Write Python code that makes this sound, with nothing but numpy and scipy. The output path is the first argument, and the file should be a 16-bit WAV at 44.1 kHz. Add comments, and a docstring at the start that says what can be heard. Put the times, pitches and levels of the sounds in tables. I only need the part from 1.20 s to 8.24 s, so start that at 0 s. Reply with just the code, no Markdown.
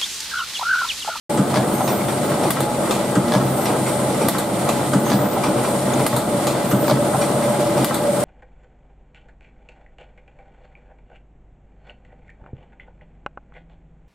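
"""A workshop, about a metre from a belt-driven metal stamping machine; its camshaft turns every 1.78 s.
Motor and gears whir in the cast frame. On every turn the slides thump home, and clamp, punch, levers
and feed clack, steel on steel. Slides scrape in their guides and set thin steel ringing faintly,
while a dry bearing sticks and slips in thin squeals."""
import sys
import numpy as np
from scipy import signal
from scipy.fft import rfft, irfft
from scipy.io import wavfile

SR = 44100
rng = np.random.default_rng(int(sys.argv[2]) if len(sys.argv) > 2 else 0)


def file_out(sig):
    """Save sig as 16-bit WAV at sys.argv[1]."""
    # one column per channel
    cols = np.atleast_2d(sig).T
    # limit, then scale
    lim = np.clip(cols, -1, 1)
    pcm = np.round(lim * 32767).astype(np.int16)
    wavfile.write(sys.argv[1], SR, pcm)


N = 310464
T = np.arange(N) / SR
TURN_S = 1.7797
LEAN_LEFT = 10 ** (np.array([[.25], [-.25]]) / 20)   # the machine's body sits just left of centre
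# the tool snaps free: t/s into the turn, level/dB
SNAP_HITS = [(1.3053, -11.5)]


def from_db(db):
    """Decibels to gain."""
    return 10 ** (np.asarray(db) / 20)


def unit_rms(x):
    """Scale to unit power."""
    return x / np.sqrt(np.mean(x ** 2) + 1e-20)


def envelopes(rows, period=None):
    """Each column of a breakpoint curve at every sample, looped if given a period."""
    times, *columns = np.transpose(rows)
    return [np.interp(T, times, column, period=period) for column in columns]


def every_turn(rows, accents_db=(0, 0, 0, 0)):
    """The cams repeat their hits, with one accent for each turn."""
    return [(s + turn * TURN_S, db + accent) for turn, accent in enumerate(accents_db)
            for s, db in rows if s + turn * TURN_S < T[-1]]


def at_hz(points, hz):
    """Read a curve on a log-frequency axis."""
    freqs, values = np.transpose(points)
    return np.interp(np.log(hz + 1e-9), np.log(freqs), values)


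def drift(rate_hz):
    """Smooth random modulation, rms about 1."""
    hop, settle = 40, 2000
    pole = np.exp(-2 * np.pi * hop * rate_hz / SR)
    white = rng.standard_normal(N // hop + settle + 2)
    slow = signal.lfilter([1], [1, -2 * pole, pole * pole], white)[settle:]
    return np.interp(np.arange(N) / hop, np.arange(len(slow)), unit_rms(slow))


def noise(gain_at):
    """Coloured stereo noise, narrow in the bass and wide in the treble; rms 1."""
    # likeness of left and right: f/Hz, correlation
    likeness = [(30, 0.57), (70, 0.73), (130, 1), (250, 0.92), (500, 0.86), (1000, 0.64), (2000, 0.63),
                (4000, 0.4), (6500, 0.13), (8200, 0.057), (9700, -0.32), (12000, 0.085), (15000, -0.15)]
    hz = np.fft.rfftfreq(N, 1 / SR)
    alike = at_hz(likeness, hz)
    mid, side = rfft(rng.standard_normal((2, N)))
    stereo = np.sqrt(1 + alike) * mid + np.sqrt(1 - alike) * side * [[1], [-1]]
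    return unit_rms(irfft(gain_at(hz) * stereo, N))


def dense_modes(colour, ripple_db=0):
    """A wash of overlapping modes; ripple makes some stand out at random."""
    mode_hz = np.linspace(0, SR / 2, 500)
    ripple = ripple_db * rng.standard_normal(len(mode_hz))
    return noise(lambda hz: from_db(at_hz(colour, hz) + np.interp(hz, mode_hz, ripple)))


def resonant(peaks):
    """A few noise-driven resonances; each level sets a share of the power."""
    return noise(lambda hz: np.sqrt(sum(
        from_db(db) ** 2 / width / (1 + 2 * ((hz - f) / width) ** 2) ** 2 for f, width, db in peaks)))


def struck(hits, modes, rise_s, scatter_db):
    """Blows on the machine's body: modes swell and die, slightly detuned on every hit."""
    out, t = np.zeros(N), T[:SR // 4]
    hz, mode_db, t60 = np.transpose(modes)[:, :, None]
    attack = 1 - np.exp(-(t / rise_s) ** 2)
    for s, db in hits:
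        strength, detune = rng.standard_normal((2, len(modes), 1))
        decay = from_db(db + mode_db + scatter_db * strength - 60 * t / t60)
        rings = decay * np.sin(2 * np.pi * hz * (1 + .015 * detune) * t)
        at = round(s * SR)
        out[at:at + len(t)] += (rings.sum(0) * attack)[:N - at]
    return out * LEAN_LEFT


def clacks(hits, colour, level_db, t60, crack_db, rise_s, crack_s=0.0021, tail_db=-8.5, tail_t60=0.43):
    """Steel on steel: a brief crack, a ring of dense modes and a tail in the workshop."""
    power, t = np.zeros(N), T[:SR // 2]
    crack = from_db(crack_db) * np.exp(-t / crack_s)
    ring = from_db(-60 * t / t60)
    tail = from_db(tail_db - 60 * t / tail_t60)
    attack = 1 - np.exp(-t / rise_s)   # the ring spreads through the frame
    hit_power = (crack ** 2 + ring ** 2 + tail ** 2) * attack
    for s, db in hits:
        at = round(s * SR)
        power[at:at + len(t)] += (from_db(db + level_db) ** 2 * hit_power)[:N - at]
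    low_cut = signal.butter(2, 170, "high", fs=SR, output="sos")   # small parts radiate little bass
    wide = signal.sosfilt(low_cut, np.sqrt(power) * dense_modes(colour, ripple_db=4.0))
    mid = wide.mean(axis=0)
    return mid + 0.52 * (wide - mid)   # near, direct sound reaches both ears more alike


def stick_slip(tones, waver_hz=36, flutter_db=4, attack_s=0.012, release_s=0.022, climb_hz_per_s=500):
    """Friction locks on to high modes; the tones creep upward, flutter at each ear and ring on."""
    out, waver, flutter, slips = np.zeros((2, N)), drift(43), drift(22), drift(300)
    for start, length, hz, db in tones:
        on = slice(round(start * SR), round((start + length + .2) * SR))
        t = T[on] - start
        swell = np.clip(t / attack_s, 0, 1) * np.exp(-np.maximum(t - length, 0) / release_s)
        own = (rng.integers(N, size=(2, 1)) + np.arange(len(t))) % N   # own modulation per tone and ear
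        pitch = hz + climb_hz_per_s * (t - length / 2) + waver_hz * waver[own[0]]
        phase = 2 * np.pi * np.cumsum(pitch) / SR + 0.9 * slips[own]   # uneven slips fray the tone
        out[:, on] += from_db(db + flutter_db * flutter[own]) * swell * np.sin(phase)
    return out


def motor_hum(wander=0.00199, sway_db=2.5):
    """Motor, belt and gear tones all follow the motor's wandering speed."""
    # hum partials: f/Hz, level/dB
    partials = [(44.8, -51), (71.5, -53), (89.6, -47), (100.5, -43), (179.3, -41), (239.2, -34), (328, -37),
                (524.5, -43), (837, -33.5)]
    shaft_s = T + np.cumsum(wander * drift(1.55)) / SR
    return sum(from_db(db + sway_db * drift(3.5)) * np.sin(2 * np.pi * (hz * shaft_s + rng.random()))
               for hz, db in partials)


def mesh_song(throb_db=2.5, stray_hz=2.5):
    """Meshing teeth sing close, beating tones over a frayed resonance."""
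    # mesh tones: f/Hz, relative level/dB
    partials = [(575.5, -1), (586.5, -7), (597.5, -2)]
    # resonances they sing in: f/Hz, width/Hz, level/dB
    peaks = [(582, 24, 0), (632, 36, -6)]
    tones = np.zeros(N)
    for hz, db in partials:
        throb = from_db(db + throb_db * drift(7))
        cycles = np.cumsum(hz + stray_hz * drift(2.99)) / SR + rng.random()
        tones += throb * np.sin(2 * np.pi * cycles)
    return from_db(-0.5) * unit_rms(tones) + from_db(-4.5) * resonant(peaks)


def drive_train():
    """The bed: gears rumble in the frame and whir in their housing, roughened by tooth contacts."""
    # load on the drive: t/s into the turn, rumble/dB, whir/dB, song/dB
    load = [(0.07, -24.5, -27, -30), (0.3, -22, -27.5, -30), (0.45, -20.5, -25.5, -28.5),
            (0.59, -25, -26, -29), (0.72, -22.5, -25, -29.5), (1.0, -24.5, -26.5, -26),
            (1.11, -23, -26, -24.5), (1.29, -21.5, -24.5, -27), (1.48, -26, -27.5, -31),
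            (1.56, -24, -27.5, -27), (1.71, -23.5, -25, -30)]
    # slow swell of the mesh song: t/s, level/dB
    song_swell = [(0.1, -1), (1.1, -2.5), (1.9, 0), (2.3, -2), (2.8, -1), (3.3, -3), (3.9, -2), (4.3, 1),
                  (4.7, -1), (5.3, 2), (5.6, 5), (6.3, 2), (6.65, -3), (6.87, 7.5), (7.04, 8)]
    # frame rumble: f/Hz, level/dB
    rumble_colour = [(25, -58), (60, -23), (85, -19), (105, -16.5), (132, 4), (165, -8.5), (200, 1),
                     (260, -6), (325, -2), (410, -12.5), (520, -9.5), (800, -41)]
    # gear whir: f/Hz, level/dB
    whir_colour = [(60, -46), (300, -4), (430, -2), (520, -1), (650, -1), (820, -8.5), (1000, -5.5),
                   (1300, -14), (1600, -14.5), (2000, -33), (3500, -26), (9000, -90)]
    # gear housing: f/Hz, width/Hz, level/dB
    housing_peaks = [(850, 77, -8.5), (720, 70, -7.5), (1278, 210, -10)]
    rumble_db, whir_db, song_db = envelopes(load, TURN_S)
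    swell_db, = envelopes(song_swell)
    teeth = drift(21)
    rumble = from_db(rumble_db + 0.5 * teeth) * dense_modes(rumble_colour)
    whir = from_db(whir_db + 0.5 + 1.5 * teeth) * dense_modes(whir_colour)
    housing = from_db(whir_db - 4) * resonant(housing_peaks)
    song = from_db(song_db + swell_db) * mesh_song()
    return (rumble + whir + housing + song + motor_hum()) * LEAN_LEFT


def sliding_steel():
    """Slides scrape and hiss in their guides and set thin steel ringing."""
    # friction: t/s into the turn, scrape/dB, hiss and ring/dB
    friction = [(0.02, -34.5, -35.5), (0.13, -36, -33), (0.25, -39.5, -37), (0.33, -34, -34.5),
                (0.43, -37, -37), (0.63, -36, -34.5), (0.78, -35.5, -37), (0.92, -35.5, -34.5),
                (1.15, -34, -36), (1.27, -34.5, -33), (1.37, -33, -36.5), (1.49, -37.5, -37),
                (1.67, -34.5, -31.5)]
    # slow swell of hiss and ring: t/s, level/dB
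    ring_swell = [(0.2, -1), (0.5, 2), (0.7, 0), (0.9, 1.2), (1.7, -0.5), (2.2, -.5), (2.7, 4), (3.1, 0.5),
                  (3.5, -0.5), (3.75, 1), (4.1, -2.5), (4.47, 3), (4.75, 1.5), (5.3, -1), (5.6, -1),
                  (6.0, 4.2), (6.25, 2), (6.55, 0), (7.0, 1)]
    # scrape: f/Hz, level/dB
    scrape_colour = [(1000, -11), (1600, -8), (2000, 6.5), (2600, 0.5), (3400, 1), (4500, 1.5),
                     (5700, -4.5), (7500, -2.5), (12000, -25), (15000, -36)]
    # hiss: f/Hz, level/dB
    hiss_colour = [(4500, -7), (6200, -8), (8500, 3), (10500, 3.5), (12300, -0.5), (13500, -4),
                   (14700, -17), (15400, -26), (15900, -35)]
    # thin steel: f/Hz, width/Hz, level/dB
    steel_peaks = [(6950, 120, 5), (7031, 35, 1), (7752, 35, 6), (8237, 14, 5), (8300, 60, 10),
                   (8375, 80, 11), (8505, 50, 9), (8595, 50, 6), (8690, 90, 9), (8872, 45, 9),
                   (9049, 35, 6), (9258, 40, 8), (9521, 30, 2), (9785, 28, 5), (10140, 120, 5),
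                   (10460, 30, 5.5)]
    scrape_db, high_db = envelopes(friction, TURN_S)
    swell_db, = envelopes(ring_swell)
    scrape = from_db(scrape_db) * dense_modes(scrape_colour, ripple_db=3.0)
    hiss = from_db(high_db + swell_db - 2) * dense_modes(hiss_colour, ripple_db=1.0)
    grain = from_db(0.9 * drift(37))
    ring = from_db(high_db + 1.24 * swell_db - 1.5) * resonant(steel_peaks)
    return grain * (scrape + hiss) + ring


def clamp():
    """The clamp clacks shut on the stock."""
    # contact: t/s into the turn, level/dB
    hits = [(0.173, -10)]
    # accent per turn: level/dB
    accents = [-0.79, 0.5, 0.5, 0.36]
    # clack: f/Hz, level/dB
    colour = [(600, 15), (950, 2.5), (1300, 19), (1650, 8.5), (2200, -3), (3250, 3.5), (4100, -11),
              (4650, -2), (5400, -5.5), (7000, -0.5), (8200, 4), (11000, -16), (15000, -30)]
    return clacks(every_turn(hits, accents), colour, level_db=-6.5, t60=0.12, crack_db=6.5, rise_s=.003)


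def frame_thumps():
    """Slides thump home in the cast frame; belt and gears bump it now and then."""
    # two slides and a rebound: t/s into the turn, level/dB
    hits = [(0.186, -5), (0.372, -7.8), (0.465, -14)]
    # accent per turn: level/dB
    accents = [-0.3, 0.3, 0.5, -0.5]
    # stray bumps: t/s, level/dB
    bumps = [(1.06, -15), (2.602, -15), (2.878, -15.5), (3.03, -13), (3.145, -16.5), (4.275, -13),
             (4.975, -15.5)]
    # cast frame: f/Hz, level/dB, t60/s
    modes = [(134.6, 1, 0.14), (197.2, 7, 0.11), (215, -20, 0.084), (291, 16.5, 0.047), (360, -23, 0.021),
             (594, -34, 0.054)]
    return struck(every_turn(hits, accents) + bumps, modes, rise_s=0.019, scatter_db=1.2)


def punch():
    """The punch crunches through the stock and rings the die block under it."""
    # crunch: t/s into the turn, level/dB
    hits = [(0.303, -28), (0.341, -18), (0.358, -15.5), (0.371, -17.5)]
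    # die block's accent per turn: level/dB
    accents = [2, 0.5, -8, 2.5]
    # crunch: f/Hz, level/dB
    colour = [(300, 1), (620, 14.5), (950, 10.5), (1250, 12.5), (1750, -0.5), (2200, -6), (2900, -2.5),
              (3600, 0.5), (4800, -1.5), (6300, -6), (8000, -10), (11000, -12), (15000, -30)]
    # die block: f/Hz, level/dB, t60/s
    modes = [(480, -5, 0.068), (618, 3, 0.11), (894, -4, 0.058), (1230, -6, 0.023), (1485, -8, .03),
             (2270, -11, 0.086)]
    block = from_db(-6.5) * struck(every_turn(hits, accents), modes, rise_s=0.0018, scatter_db=0)
    return block + clacks(every_turn(hits), colour, level_db=-6, t60=0.17, crack_db=11,
                          rise_s=0.00075, crack_s=0.0029)


def die_squeak(hz=4620, length_s=0.022):
    """On some strokes the punch squeaks in the die."""
    # squeaks: t/s, level/dB
    squeaks = [(0.338, -36), (3.908, -38), (5.681, -33)]
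    return stick_slip([(s, length_s, hz, db) for s, db in squeaks])


def loose_links():
    """Links clunk as the load changes sides, and slack joints knock in between."""
    # clunks: t/s into the turn, level/dB
    hits = [(0.4293, -17.5), (0.8825, -22.5), (1.3678, -13.5), (1.385, -22.5), (1.7098, -22)]
    # stray joint knocks: t/s, level/dB
    joints = [(1.1151, -15), (1.6744, -17), (2.2087, -16), (3.384, -20), (3.8649, -19), (3.9846, -21),
              (4.0555, -19), (4.239, -18), (4.4436, -18), (4.6686, -20), (4.9255, -21), (5.6433, -20),
              (5.9337, -18), (6.2205, -18)]
    # steel link: f/Hz, level/dB, t60/s
    modes = [(1077, 3.5, 0.039), (1313, -1.5, 0.096), (1565, -6.5, 0.094), (1876, -5.5, 0.048)]
    return from_db(-7.5) * struck(every_turn(hits) + joints, modes, rise_s=0.0013, scatter_db=1.5)


def dry_bearing(chirp_hz=6390):
    """The bearing squeals on its high modes and chirps on a lower one and its octave."""
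    # squeals: t/s, length/s, f/Hz, level/dB
    squeals = [(0.452, .1, 14260, -43), (0.47, .08, 13780, -49), (0.628, .145, 14330, -35),
               (0.652, .125, 13720, -37), (0.793, .12, 14620, -44), (1.025, .08, 14280, -41),
               (2.215, .17, 14280, -43), (2.26, .12, 13800, -46), (3.79, .1, 14220, -41),
               (3.925, .23, 14340, -38), (3.945, .2, 13740, -37.5), (4.42, .09, 14400, -46),
               (4.915, .025, 14520, -42), (5.448, .045, 14350, -43), (5.485, .075, 14080, -38),
               (5.575, .105, 13800, -39), (5.595, .08, 14280, -38), (6.48, .11, 13300, -47)]
    # chirps: t/s, length/s, tone/dB, octave/dB
    chirps = [(0.528, 0.075, -45, -36), (0.623, .05, -39, -52), (0.772, .025, -56, -35),
              (2.363, 0.093, -56, -35), (3.843, 0.063, -39, -39), (5.492, .065, -54, -34),
              (5.669, 0.028, -50, -29)]
    partials = [(s, length, harmonic * chirp_hz, db)
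                for s, length, *levels in chirps for harmonic, db in enumerate(levels, 1)]
    return stick_slip(squeals + partials)


def cam_follower():
    """A cam follower knocks and rings its arm."""
    # knock: t/s into the turn, level/dB
    hits = [(0.604, -9)]
    # accent per turn: level/dB
    accents = [2.5, -0.5, 0.5, 2.5]
    # follower arm: f/Hz, level/dB, t60/s
    modes = [(590, -3, .05), (775, 3, 0.06), (820, 2, 0.05), (985, -3, .05), (1340, -7, .05)]
    return struck(every_turn(hits, accents), modes, rise_s=0.007, scatter_db=0.6)


def levers():
    """Levers clack softly as their play is taken up."""
    # contacts: t/s into the turn, level/dB
    hits = [(0.675, -12), (0.699, -20.5), (0.883, -17), (1.234, -15)]
    # clack: f/Hz, level/dB
    colour = [(500, 5.5), (800, 19.5), (1350, 6), (1700, 2.5), (2200, 4.5), (2900, -1.5), (3800, 1),
              (4800, -3), (5700, -0.5), (6500, -9), (8500, 1), (15000, -18)]
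    return clacks(every_turn(hits), colour, level_db=-7, t60=0.18, crack_db=-6, rise_s=.002)


def stock_rubs(swell_s=0.02):
    """Each rub of the stock swells and fades in its guide's resonances."""
    # rubs: t/s, level/dB
    rubs = [(0.81, -35), (2.675, -35), (4.81, -38), (6.235, -40), (6.35, -38)]
    # guide: f/Hz, width/Hz, level/dB
    peaks = [(2140, 150, 1), (2250, 340, -2)]
    return sum(from_db(db) * np.exp(-((T - s) / swell_s) ** 2) for s, db in rubs) * resonant(peaks)


def forming_slide(start_hz=664.0, end_hz=208.4, length_s=.08, roughness=0.184):
    """The slide grinds home on a rough, falling note."""
    # grind: t/s into the turn, level/dB
    grinds = [(1.228, -20)]
    out, jitter = np.zeros(N), drift(214)
    for s, db in every_turn(grinds):
        on = slice(round(s * SR), round((s + length_s) * SR))
        travel = np.linspace(0, 1, len(T[on]))
        hz = start_hz * (end_hz / start_hz) ** travel * (1 + roughness * jitter[on])
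        swell = np.sqrt(np.abs(np.sin(np.pi * travel)))
        out[on] += from_db(db) * swell * np.sin(2 * np.pi * np.cumsum(hz) / SR)
    return out * LEAN_LEFT


def tool_snap():
    """The hardened tool snaps free with a bright crack and a short ring."""
    # accent per turn: level/dB
    accents = [0, 0.8, -0.3, -1]
    # crack: f/Hz, level/dB
    colour = [(600, 11), (1150, 11.5), (1700, -1.5), (2000, 5.5), (2500, -11), (3600, 4.5), (4700, 1.5),
              (5800, -2), (8000, 5.5), (10500, 6.5), (12000, 9), (13200, 1), (15500, -8)]
    # hardened tool: f/Hz, level/dB, t60/s
    modes = [(870, 4, .03), (1180, 4, 0.03), (1550, 0, .025), (1970, 1, 0.024), (2830, -3, 0.018),
             (3500, -1, 0.014), (4800, -1, 0.012), (8540, -3, 0.02), (10300, -6, .025), (12400, -4, 0.03)]
    hits = every_turn(SNAP_HITS, accents)
    ring = from_db(-7) * struck(hits, modes, rise_s=0.0004, scatter_db=1.5)
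    return ring + clacks(hits, colour, level_db=-6.5, t60=0.12, crack_db=7, rise_s=0.0004, tail_db=-11)


def slack_gain(duck_db=-4.5, slack_s=0.069):
    """After each snap the drive runs slack, and quieter, until it takes up load again."""
    snap_s = np.array(every_turn(SNAP_HITS))[:, :1]
    since = np.clip(T - snap_s, -1, 1)
    slack = (since > 0) * np.exp(-(since / slack_s) ** 4)
    return from_db(duck_db * slack.sum(axis=0))


def feed_pawl():
    """The feed pawl drops with a clack and rebounds."""
    # drop and rebound: t/s into the turn, level/dB
    hits = [(1.404, -10), (1.434, -32)]
    # accent per turn: level/dB
    accents = [-2.5, -2, 0, -2]
    # clack: f/Hz, level/dB
    colour = [(800, 9.5), (1400, 11.5), (2000, -5), (2800, -18), (3550, 4), (4500, -1), (5400, -15),
              (7500, 0.5), (8700, 8), (9400, 4), (12000, -3), (13900, 1), (15500, -21)]
    return clacks(every_turn(hits, accents), colour, level_db=-7.5, t60=0.14, crack_db=6.5, rise_s=.001)


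def feed_arm():
    """The feed arm hits its stop with a full-bodied clack and bounces."""
    # hit and bounce: t/s into the turn, level/dB
    hits = [(1.709, -11), (1.7497, -20.5)]
    # accent per turn: level/dB
    accents = [0.8, -0.34, 0.46]
    # clack: f/Hz, level/dB
    colour = [(200, 22), (360, 21), (560, 20), (1250, 16.5), (1650, 1), (2000, 5.5), (2700, 10.5),
              (3000, 3.5), (3700, 11.5), (5300, 1.5), (7300, 8.5), (9000, 4.5), (11000, 3), (13600, 2),
              (15000, -22)]
    return clacks(every_turn(hits, accents), colour, level_db=-4.5, t60=0.13, crack_db=5,
                  rise_s=.0012, tail_db=-10)


def backlash():
    """Backlash in the drive jolts the heavy gears, which their grease damps."""
    # jolts: t/s, level/dB
    hits = [(3.0118, -15), (3.4887, -15.5), (4.796, -23), (6.5787, -22)]
    # gears: f/Hz, level/dB, t60/s
    modes = [(404, -1, .06), (545, -4, .045), (705, -2, .05), (900, -4, .035), (1130, -5, .025),
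             (1330, -7, .03), (2400, -13, .03)]
    return struck(hits, modes, rise_s=0.0006, scatter_db=1.2)


def spring_ticks():
    """A small spring ticks against its seat."""
    # ticks: t/s, level/dB
    hits = [(4.7349, -23), (4.7385, -26)]
    # spring: f/Hz, level/dB, t60/s
    modes = [(2300, -4, .02), (3500, -4, .02), (6280, -3, .025), (6500, -1, .03), (6800, -3, .02),
             (12900, -12, .015)]
    return struck(hits, modes, rise_s=0.001, scatter_db=4.5)


def scene():
    """The whole machine: drive bed, tool hits, knocks and friction."""
    bed = slack_gain() * drive_train()
    tools = clamp() + punch() + levers() + tool_snap() + feed_pawl() + feed_arm()
    knocks = frame_thumps() + loose_links() + cam_follower() + backlash() + spring_ticks()
    friction = sliding_steel() + die_squeak() + dry_bearing() + stock_rubs() + forming_slide()
    return bed + tools + knocks + friction


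def record(dry):
    """The sound opens after a moment of silence; the highest peaks are rounded and the top is cut."""
    start_s, fade_s, ceiling, cutoff_hz = .094, .004, .75, 15600
    fade_in = np.clip((T - start_s) / fade_s, 0, 1)
    rounded = dry / (1 + (dry / ceiling) ** 6) ** (1 / 6)
    high_cut = signal.ellip(10, .1, 90, cutoff_hz, fs=SR, output="sos")
    return signal.sosfilt(high_cut, rounded * fade_in)


dry = scene()
out = record(dry)
file_out(out)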